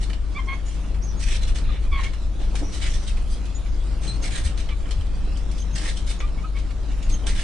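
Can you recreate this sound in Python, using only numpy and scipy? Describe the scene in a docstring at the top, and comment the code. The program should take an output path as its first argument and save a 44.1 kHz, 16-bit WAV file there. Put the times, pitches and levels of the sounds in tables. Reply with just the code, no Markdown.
"""Gritty scrapes, clicks and squeaks over soft rolling: a hollow plastic toy truck steered by hand on tile. Its
wheels drum and hiss as they roll, catch and slip in sideways skids, squeal, and creak on their axles. The load
of small cars clicks, the hand rubs as it shifts its grip, bumps ring the body, and pushes thud through the
floor. The hard room answers, over a deep rumble and the hum of an appliance."""
import sys
import numpy as np
from scipy import signal
from scipy.fft import rfft, irfft, next_fast_len
from scipy.io import wavfile
from scipy.ndimage import uniform_filter1d, map_coordinates

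SR = 44100
rng = np.random.default_rng(int(sys.argv[2]) if len(sys.argv) > 2 else 0)


def wrap_up_sound(samples):
    """Save the sound to the file named by the first command line argument, as 16-bit audio."""
    columns = np.atleast_2d(samples).T
    # keep every value between -1 and 1, then stretch to whole-number steps
    tamed = np.clip(columns, -1, 1)
    steps = np.round(tamed * 32767).astype(np.int16)
    wavfile.write(sys.argv[1], SR, steps)


N = 327663
TOP_HZ = 11000


def amp(db):
    """Decibels to gain."""
    return 10 ** (np.asarray(db) / 20)


def along(points, hz):
    """Interpolate (f/Hz, value) points on a log frequency axis."""
    f, v = np.transpose(points)
    return np.interp(np.log(hz + 1), np.log(f + 1), v)


def curves(rows):
    """One value per sample for each column after t/s."""
    times_s, *columns = np.transpose(rows)
    return [np.interp(np.arange(N) / SR, times_s, column) for column in columns]


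def wobble(rate_hz, count=N):
    """Smooth random curve with rate_hz knots a second."""
    knots = rng.standard_normal(int(N * rate_hz / SR) + 4)
    return map_coordinates(knots, [np.arange(count) * rate_hz / SR])


def filtered(x, response):
    """Apply the gain response(hz) by FFT."""
    count = x.shape[-1]
    padded = next_fast_len(count + 8192)
    return irfft(rfft(x, padded) * response(np.fft.rfftfreq(padded, 1 / SR)), padded)[..., :count]


def add(track, start_s, sound):
    """Mix a sound into a track."""
    part = track[..., round(start_s * SR):][..., :sound.shape[-1]]
    part += sound[..., :part.shape[-1]]


def spread(pair, spectrum):
    """Colour two unrelated signals as mid and side of a stereo sound; mid rms 1."""
    # stereo width: f/Hz, side over mid/dB
    width = [(30, -13), (80, -5.5), (200, -6.5), (1000, -7.5), (3000, -6.5), (6000, -2.5), (8500, 2),
             (10500, -4)]
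    mid = filtered(pair[0], lambda hz: amp(along(spectrum, hz)))
    side = filtered(pair[1], lambda hz: amp(along(spectrum, hz) + along(width, hz)))
    return np.array([mid + side, mid - side]) / np.std(mid)


def grit(slips_per_s, scatter_db):
    """Two channels of tiny slips, random in time and size."""
    slips = rng.random(N) < slips_per_s / SR
    size = amp(scatter_db * np.clip(rng.standard_normal(N), -2, 2))
    return slips * size * rng.standard_normal((2, N))


def shell(pair, patchy_db):
    """The plastic shell adds its resonances; others come and go as the contact points shift."""
    # peaks and dips of the thin shell: f/Hz, width/Hz, gain/dB
    bands = [(1770, 98, -1), (2910, 110, 0), (3460, 220, 0), (5100, 220, 1), (5720, 220, 1.5),
             (6630, 120, 1.5), (8500, 1700, 1.5), (9870, 190, -10)]
    hz, _, spectra = signal.stft(pair, SR, nperseg=512)
    steady_db = sum(db / (1 + (2 * (hz - centre_hz) / width_hz) ** 2) for centre_hz, width_hz, db in bands)
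    patches = uniform_filter1d(rng.standard_normal(spectra.shape[1:]), size=3, axis=0)
    patches = uniform_filter1d(patches, size=14, axis=1)
    patches /= np.sqrt(np.mean(patches ** 2))
    gain = amp(steady_db[:, None] + patchy_db * patches)
    return signal.istft(spectra * gain, SR, nperseg=512)[1][:, :N]


def background():
    """An appliance hums steadily under a deep rumble."""
    # rumble envelope: t/s, level/dB
    envelope = [(0, -26), (0.7, -27.5), (1.4, -22.5), (3.5, -25.5), (5.1, -25), (6.4, -27.5), (7.43, -23)]
    # rumble spectrum: f/Hz, level/dB
    spectrum = [(7, -33), (12, -6.5), (16, -11), (24, 1), (30, -4), (38, -11.5), (55, -11), (75, -16.5),
                (100, -24.5), (140, -37.5), (300, -87)]
    hum_hz, hum_db = 48.26, -26.5
    rumble_db, = curves(envelope)
    phase = 2 * np.pi * hum_hz * np.arange(N) / SR + 0.58 * wobble(1.455)
    hum = np.sqrt(2) * amp(hum_db) * np.sin(phase)
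    return hum + amp(rumble_db) * spread(rng.standard_normal((2, N)), spectrum)


def rolling():
    """Ribbed wheels drum on the hollow body while their tread hisses on the tile."""
    # rolling envelope: t/s, drum/dB, hiss/dB
    envelope = [(0.0, -40.5, -54), (0.7, -40.5, -52.5), (1.47, -39, -54), (2.05, -41, -52.5),
                (2.38, -41, -53), (2.59, -38, -49.5), (2.94, -39.5, -49), (3.77, -41, -52.5),
                (4.1, -37, -49.5), (4.49, -40, -51.5), (5.77, -39.5, -51.5), (6.5, -41, -54),
                (7.43, -39, -49.5)]
    # wheel drumming: f/Hz, level/dB
    drum_spectrum = [(70, -3.5), (115, 1), (195, 2), (235, -6.5), (295, -2.5), (380, -10), (600, -12),
                     (850, -16.5), (1300, -18.5), (2500, -32), (5000, -48)]
    # tread hiss: f/Hz, level/dB
    hiss_spectrum = [(600, -31), (1200, -3), (2500, 3.5), (3800, 3), (5200, -1.5), (6800, -5), (9000, -10),
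                     (10200, -7), (11000, -82)]
    drum_db, hiss_db = curves(envelope)
    bumps_db = wobble(28)
    drum = amp(drum_db + bumps_db) * spread(rng.standard_normal((2, N)), drum_spectrum)
    tread = shell(grit(slips_per_s=14000, scatter_db=0), patchy_db=3.5)
    return drum + amp(hiss_db + 1.06 * bumps_db) * spread(tread, hiss_spectrum)


def skid_envelope(length_s, attack_s, swell_db_per_s, release_db_per_s=348):
    """A skid bites, swells under the push and dies when the wheel rolls free."""
    t = np.arange(int((length_s + .2) * SR)) / SR
    held_s, freed_s = np.minimum(t, length_s), np.maximum(t - length_s, 0)
    level_db = swell_db_per_s * (held_s - length_s / 2) - release_db_per_s * freed_s
    return (1 - np.exp(-t / attack_s)) * amp(level_db)


def skids():
    """Wheels dragged sideways catch and slip: coarse clumps crunch, finer slips rasp and fizz."""
    # sideways skids: t/s, length/s, crunch/dB, rasp/dB, fizz/dB
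    events = [(0.006, 0.035, -51, -45.5, -46.5), (0.645, 0.11, -60, -58, -54.5),
              (1.192, 0.048, -48, -44, -42.5), (1.257, 0.1, -41.5, -40, -41.5),
              (1.409, 0.025, -46, -43.5, -44.5), (1.468, 0.015, -45, -40.5, -45),
              (1.544, 0.024, -41.5, -43, -42), (1.628, 0.15, -53, -47.5, -80),
              (1.971, 0.088, -42, -47.5, -53), (2.388, 0.052, -52, -51, -60),
              (2.543, 0.053, -52, -53, -49.5), (2.69, .02, -59, -60, -52), (2.725, 0.031, -55, -41, -41.5),
              (2.799, 0.069, -40, -39.5, -42), (2.885, 0.03, -56, -50, -46),
              (2.927, 0.025, -45, -46, -42.5), (2.998, 0.044, -56, -56, -53),
              (3.062, 0.021, -50, -40, -42.5), (3.293, 0.045, -70, -65, -51),
              (4.01, 0.079, -56.5, -52, -49), (4.221, 0.045, -40.5, -44, -41.5),
              (4.301, 0.083, -37.5, -41, -41), (4.435, 0.031, -40.5, -45, -41.5),
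              (4.569, 0.028, -46, -41, -44.5), (5.57, 0.019, -59, -48, -46),
              (5.749, 0.033, -37.5, -41, -38.5), (5.806, 0.094, -41.5, -40.5, -41),
              (5.955, 0.024, -54, -42, -45.5), (6.063, 0.012, -46, -39.5, -41),
              (6.09, 0.018, -42, -39, -42), (6.555, 0.022, -55, -48, -56), (7.085, 0.023, -62, -46.5, -44),
              (7.261, 0.039, -35.5, -44.5, -39.5), (7.347, 0.09, -39, -43.5, -43)]
    # crunch in the trailer: f/Hz, level/dB
    crunch_spectrum = [(500, -22.5), (1200, -15), (1500, -6), (1780, 6), (2050, 1), (2350, -2),
                       (2800, -3.5), (4000, -37)]
    # rasp of the biting wheel: f/Hz, level/dB
    rasp_spectrum = [(500, -6), (1100, -11), (1600, -3), (2300, -4), (2900, 1), (3400, -1.5), (3900, 1),
                     (4700, -19), (6500, -39)]
    # fizz of fine slips: f/Hz, level/dB
    fizz_spectrum = [(2500, -19), (4200, -1), (5700, 2), (6300, -0.5), (6800, -2), (7300, -4.5),
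                     (8300, 0.5), (9200, -10), (9800, 1.5), (10700, -19)]
    crunch_power, rasp_power, fizz_power = np.zeros((3, N))
    for start_s, length_s, crunch_db, rasp_db, fizz_db in events:
        crunch = amp(crunch_db) * skid_envelope(length_s, attack_s=.018, swell_db_per_s=6)
        rasp = amp(rasp_db) * skid_envelope(length_s, attack_s=.015, swell_db_per_s=6)
        fizz = amp(fizz_db) * skid_envelope(length_s, attack_s=.0081, swell_db_per_s=29)
        add(crunch_power, start_s, crunch ** 2)
        add(rasp_power, start_s, rasp ** 2)
        add(fizz_power, start_s, fizz ** 2)
    clumps = amp(1.7 * wobble(170))
    coarse = shell(grit(slips_per_s=1800, scatter_db=1) * clumps, patchy_db=3.2)
    fine = shell(grit(slips_per_s=13000, scatter_db=1) * clumps, patchy_db=3)
    return (np.sqrt(crunch_power) * spread(coarse, crunch_spectrum)
            + np.sqrt(rasp_power) * spread(fine, rasp_spectrum)
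            + np.sqrt(fizz_power) * spread(fine, fizz_spectrum))


def clicks():
    """A snap of contact sets thin plastic chattering; small parts sound higher than large ones."""
    # loose parts tapping: t/s, level/dB, corner/Hz, treble slope/(dB/octave), snap over chatter/dB
    taps = [(0.0981, -38, 1930, -8.5, -8), (0.1328, -39, 2820, -13.5, 9), (0.841, -48, 1800, -13, -6),
            (0.9433, -43.5, 1700, -8.5, -7), (1.485, -41, 3200, -10, -10), (1.5565, -40, 2620, -8, -1),
            (2.035, -33.5, 2400, -10, -4), (2.134, -39, 1760, -8, -8), (2.5551, -34, 2300, -6.5, 6.5),
            (3.0768, -42, 3600, -7, -9), (3.169, -40.5, 2300, -10, -5), (3.454, -44, 2600, -7, -5),
            (3.66, -47, 2200, -15, -6), (4.0346, -45, 3180, -9, 0), (4.5767, -50, 3040, -12, 20),
            (4.6892, -37, 2900, -20, 4), (4.8554, -43, 1780, -15, -3), (4.908, -33.5, 3200, -9.5, -9),
            (5.01, -43, 2200, -8, -6), (5.371, -44, 6000, -20, -6), (5.5134, -43, 4000, -8, -2),
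            (6.1035, -38, 3500, 1, 12), (6.203, -33, 2340, -13, -1), (6.587, -47, 4000, -7, 0),
            (6.7053, -43, 2410, -9, -3), (6.915, -44, 3000, -12, -6), (7.0266, -42.5, 3500, -8, -6),
            (7.269, -31, 3060, -7, 9)]
    snap_t60_s, chatter_t60_s = .0038, .1
    out, t = np.zeros((2, N)), np.arange(SR // 6) / SR
    chatter = (1 - np.exp(-t / .001)) * amp(-60 * t / chatter_t60_s)
    snap = amp(-60 * t / snap_t60_s)
    for start_s, db, hz, db_per_octave, snap_db in taps:
        spectrum = [(250, -7), (hz / 2, -7), (hz, 0), (TOP_HZ, db_per_octave * np.log2(TOP_HZ / hz))]
        noise = spread(rng.standard_normal((2, len(t))), spectrum)
        add(out, start_s, amp(db) * (chatter + amp(snap_db) * snap) * noise)
    return shell(out, patchy_db=2.5)


def stick_slip(length_s, first_hz, last_hz, octave_db, mean_rasp, rasp_growth):
    """Unsteady friction tone with fluttering partials; rasp makes it stumble and double its period."""
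    attack_s, release_s = .016, .01
    t = np.arange(int(length_s * SR)) / SR
    waver = .013 * (1100 / first_hz) ** .3 * wobble(380, len(t))  # high tones hold pitch better
    stumble_rad = .5 * wobble(900, len(t))
    rasp = mean_rasp * np.linspace(1 - rasp_growth, 1 + rasp_growth, len(t))
    hz = np.linspace(first_hz, last_hz, len(t)) * (1 + (1 + rasp) * waver)
    phase = 2 * np.pi * np.cumsum(hz) / SR + rasp * stumble_rad
    tone = np.zeros(len(t))
    for k, db in enumerate([0, octave_db, octave_db - 9, octave_db - 19], 1):
        if k * first_hz < TOP_HZ:
            flutter = amp(2.4 * wobble(170, len(t)))
            shake = 1 + .8 * rasp * wobble(750, len(t))
            half_order = (k > 1) * rasp * amp(-5) * np.sin((k - .5) * phase)
            tone += amp(db) * flutter * shake * (np.sin(k * phase) + half_order)
    grip = np.clip(np.minimum(t / attack_s, (length_s - t) / release_s), 0, 1)
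    return np.sqrt(2) * grip * tone


def axle_creaks():
    """Axles stick and slip in gliding, overtone-rich tones that roughen as they go."""
    # creaks: t/s, length/s, first f/Hz, last f/Hz, level/dB, octave over fundamental/dB, rasp/(0-1)
    events = [(0.345, 0.044, 1104, 1193, -44, 5, 0.2), (0.378, 0.033, 1077, 1047, -37.5, -1, 0.25),
              (0.47, 0.081, 1073, 1087, -40, 2, 0.32), (1.686, 0.031, 1210, 1217, -43.5, -8, 0.5),
              (1.912, 0.099, 1147, 1068, -38.5, 0, 0.28), (1.975, 0.039, 998, 926, -47, 6, 0.46),
              (2.037, 0.05, 1064, 1114, -51, 8.5, 0.1), (4.7, 0.044, 1175, 1180, -51, 3, .5),
              (6.215, 0.052, 1170, 1197, -45, -5, 0), (6.372, 0.031, 1085, 1145, -54.5, 7, 0.3),
              (6.43, .032, 1180, 1327, -42, -9, 0.2), (6.543, 0.061, 1095, 1144, -55.5, 6, 0.4)]
    out = np.zeros(N)
    for start_s, length_s, first_hz, last_hz, db, octave_db, rasp in events:
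        tone = stick_slip(length_s, first_hz, last_hz, octave_db, rasp, rasp_growth=.2)
        add(out, start_s, amp(db) * tone)
    return out


def wheel_squeals():
    """Wheels squeal on the tile in high, level, nearly pure tones."""
    # squeals: t/s, length/s, f/Hz, level/dB, rasp/(0-1)
    events = [(0.65, 0.058, 6920, -52, 0), (1.018, 0.017, 5750, -37, .05), (1.024, 0.045, 6420, -47, .3),
              (1.066, 0.055, 5870, -47, 0.85), (1.166, 0.042, 6530, -47.5, .05),
              (2.619, 0.14, 5780, -52, .95), (2.985, 0.081, 5840, -56, .95), (3.306, 0.046, 4760, -53, 0),
              (3.541, 0.039, 6900, -42, 0.04), (4.068, 0.059, 4100, -39, 0.3),
              (4.122, 0.049, 4230, -47.5, 0.4), (4.211, 0.036, 6400, -46, .8),
              (5.588, 0.05, 6310, -48, 0.55), (5.719, 0.044, 6400, -52, 0.7), (6.181, 0.037, 6600, -51, .8),
              (7.018, 0.041, 6710, -50, .05), (7.109, 0.051, 6380, -42.5, 0.3)]
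    out = np.zeros(N)
    for start_s, length_s, hz, db, rasp in events:
        tone = stick_slip(length_s, hz, hz, octave_db=-9.5, mean_rasp=rasp, rasp_growth=0)
        add(out, start_s, amp(db) * tone)
    return out


def knocks():
    """Soft bumps ring the body's low modes in a new mix each time; a slow press rings in gradually."""
    # bumps on the body: t/s, level/dB, rise/s
    bumps = [(0.903, -37.5, .008), (1.628, -42, 0.0058), (2.604, -30.5, 0.029), (5.272, -36.5, .005),
             (5.454, -38, 0.01), (6.885, -35.5, 0.0028)]
    # hollow body modes: f/Hz, level/dB, t60/s
    modes = [(289.4, 2, 0.069), (358.4, -7, 0.1), (529, -13, 0.053), (667, -6, 0.024), (841, -13, 0.032)]
    out, t = np.zeros(N), np.arange(SR // 4) / SR
    for start_s, db, rise_s in bumps:
        press = np.sin(np.pi / 2 * np.minimum(t / rise_s, 1)) ** 2
        freed_s = np.maximum(t - rise_s, 0)
        ring = np.zeros(len(t))
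        for hz, mode_db, t60_s in modes:
            decay = amp(mode_db + 2 * rng.standard_normal() - 60 * freed_s / t60_s)
            ring += decay * np.sin(2 * np.pi * hz * t + hz / 1000 * wobble(220, len(t)))
        add(out, start_s, amp(db) * press * ring)
    return out


def falling_tone(length_s, hz, fall):
    """A tone that swells and fades while its pitch drops by fall * hz."""
    count = int(length_s * SR)
    pitch_hz = hz * (1 + fall * np.linspace(.5, -.5, count))
    return np.hanning(count) * np.sin(2 * np.pi * (rng.random() + np.cumsum(pitch_hz) / SR))


def thuds():
    """Uneven pushes arrive through the floor as short, deep swells."""
    # pushes: centre t/s, length/s, f/Hz, peak/dB
    pushes = [(1.676, 0.063, 98.6, -29), (1.922, 0.111, 70.6, -21), (4.131, 0.133, 118, -31),
              (4.469, 0.122, 70.7, -19.5), (5.002, 0.0696, 77.4, -20), (5.748, 0.054, 110, -27),
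              (7.107, 0.18, 27.3, -13)]
    out = np.zeros(N)
    for centre_s, length_s, hz, db in pushes:
        add(out, centre_s - length_s / 2, amp(db) * falling_tone(length_s, hz, fall=.545))
    return out


def rubs():
    """A hand shifts its grip on the body with a dull rustle."""
    # grip shifts: centre t/s, length/s, level/dB
    shifts = [(2.413, 0.1, -42), (2.544, 0.052, -41), (2.635, 0.08, -40), (4.25, 0.18, -42),
              (7.262, 0.17, -42.5)]
    # rustle spectrum: f/Hz, level/dB
    spectrum = [(120, -7), (280, 10.5), (450, 3.5), (700, 3), (1100, -5.5), (2000, -26.5)]
    envelope = np.zeros(N)
    for centre_s, length_s, db in shifts:
        add(envelope, centre_s - length_s / 2, amp(db) * np.hanning(int(length_s * SR)))
    return envelope * spread(grit(slips_per_s=2000, scatter_db=0), spectrum)


def wheel_chirps():
    """A wheel catches for a few milliseconds and lets go with a falling chirp."""
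    # wheel catches: centre t/s, peak/dB
    catches = [(4.071, -38), (4.477, -37), (4.690, -45), (4.858, -45), (4.920, -38), (5.011, -49),
               (5.366, -40), (5.626, -41), (5.973, -37), (7.143, -37), (7.242, -40)]
    out, length_s = np.zeros(N), .009
    for centre_s, db in catches:
        add(out, centre_s - length_s / 2, amp(db) * falling_tone(length_s, hz=3117, fall=.2))
    return out


def room(x):
    """Tiles and walls return a short tail, different in each channel."""
    # tiled room decay: f/Hz, t60/s
    decay = [(200, .26), (2000, .22), (6000, .19), (11000, .15)]
    hz, t, spectra = signal.stft(rng.standard_normal((2, SR // 2)), SR, nperseg=256)
    tail = signal.istft(spectra * amp(-60 * t / along(decay, hz)[:, None]), SR, nperseg=256)[1]
    return signal.fftconvolve(np.atleast_2d(x), tail / np.linalg.norm(tail[0]), axes=1)[:, :N]


def scene():
    """The truck, its echo and the background."""
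    scrape, tap = skids(), clicks()
    body = knocks() + rubs()
    squeak = axle_creaks() + wheel_squeals() + wheel_chirps()
    echo = amp(-6) * room(scrape + tap + 1.15 * squeak + body / 2)
    return rolling() + scrape + tap + body + squeak + thuds() + echo + background()


def record(dry):
    """Two microphones of slightly different colour, cut off at TOP_HZ."""
    # channel balance: f/Hz, left over right/dB
    balance = [(22, -0.5), (48, 5), (75, 1.5), (190, -0.3), (600, -0.3), (1100, -2.7), (2200, -1.6),
               (5000, -2.6), (10500, -2.3)]
    return filtered(dry, lambda hz: amp(np.outer([.5, -.5], along(balance, hz))) * (hz < TOP_HZ))


dry = scene()
out = record(dry)
wrap_up_sound(out)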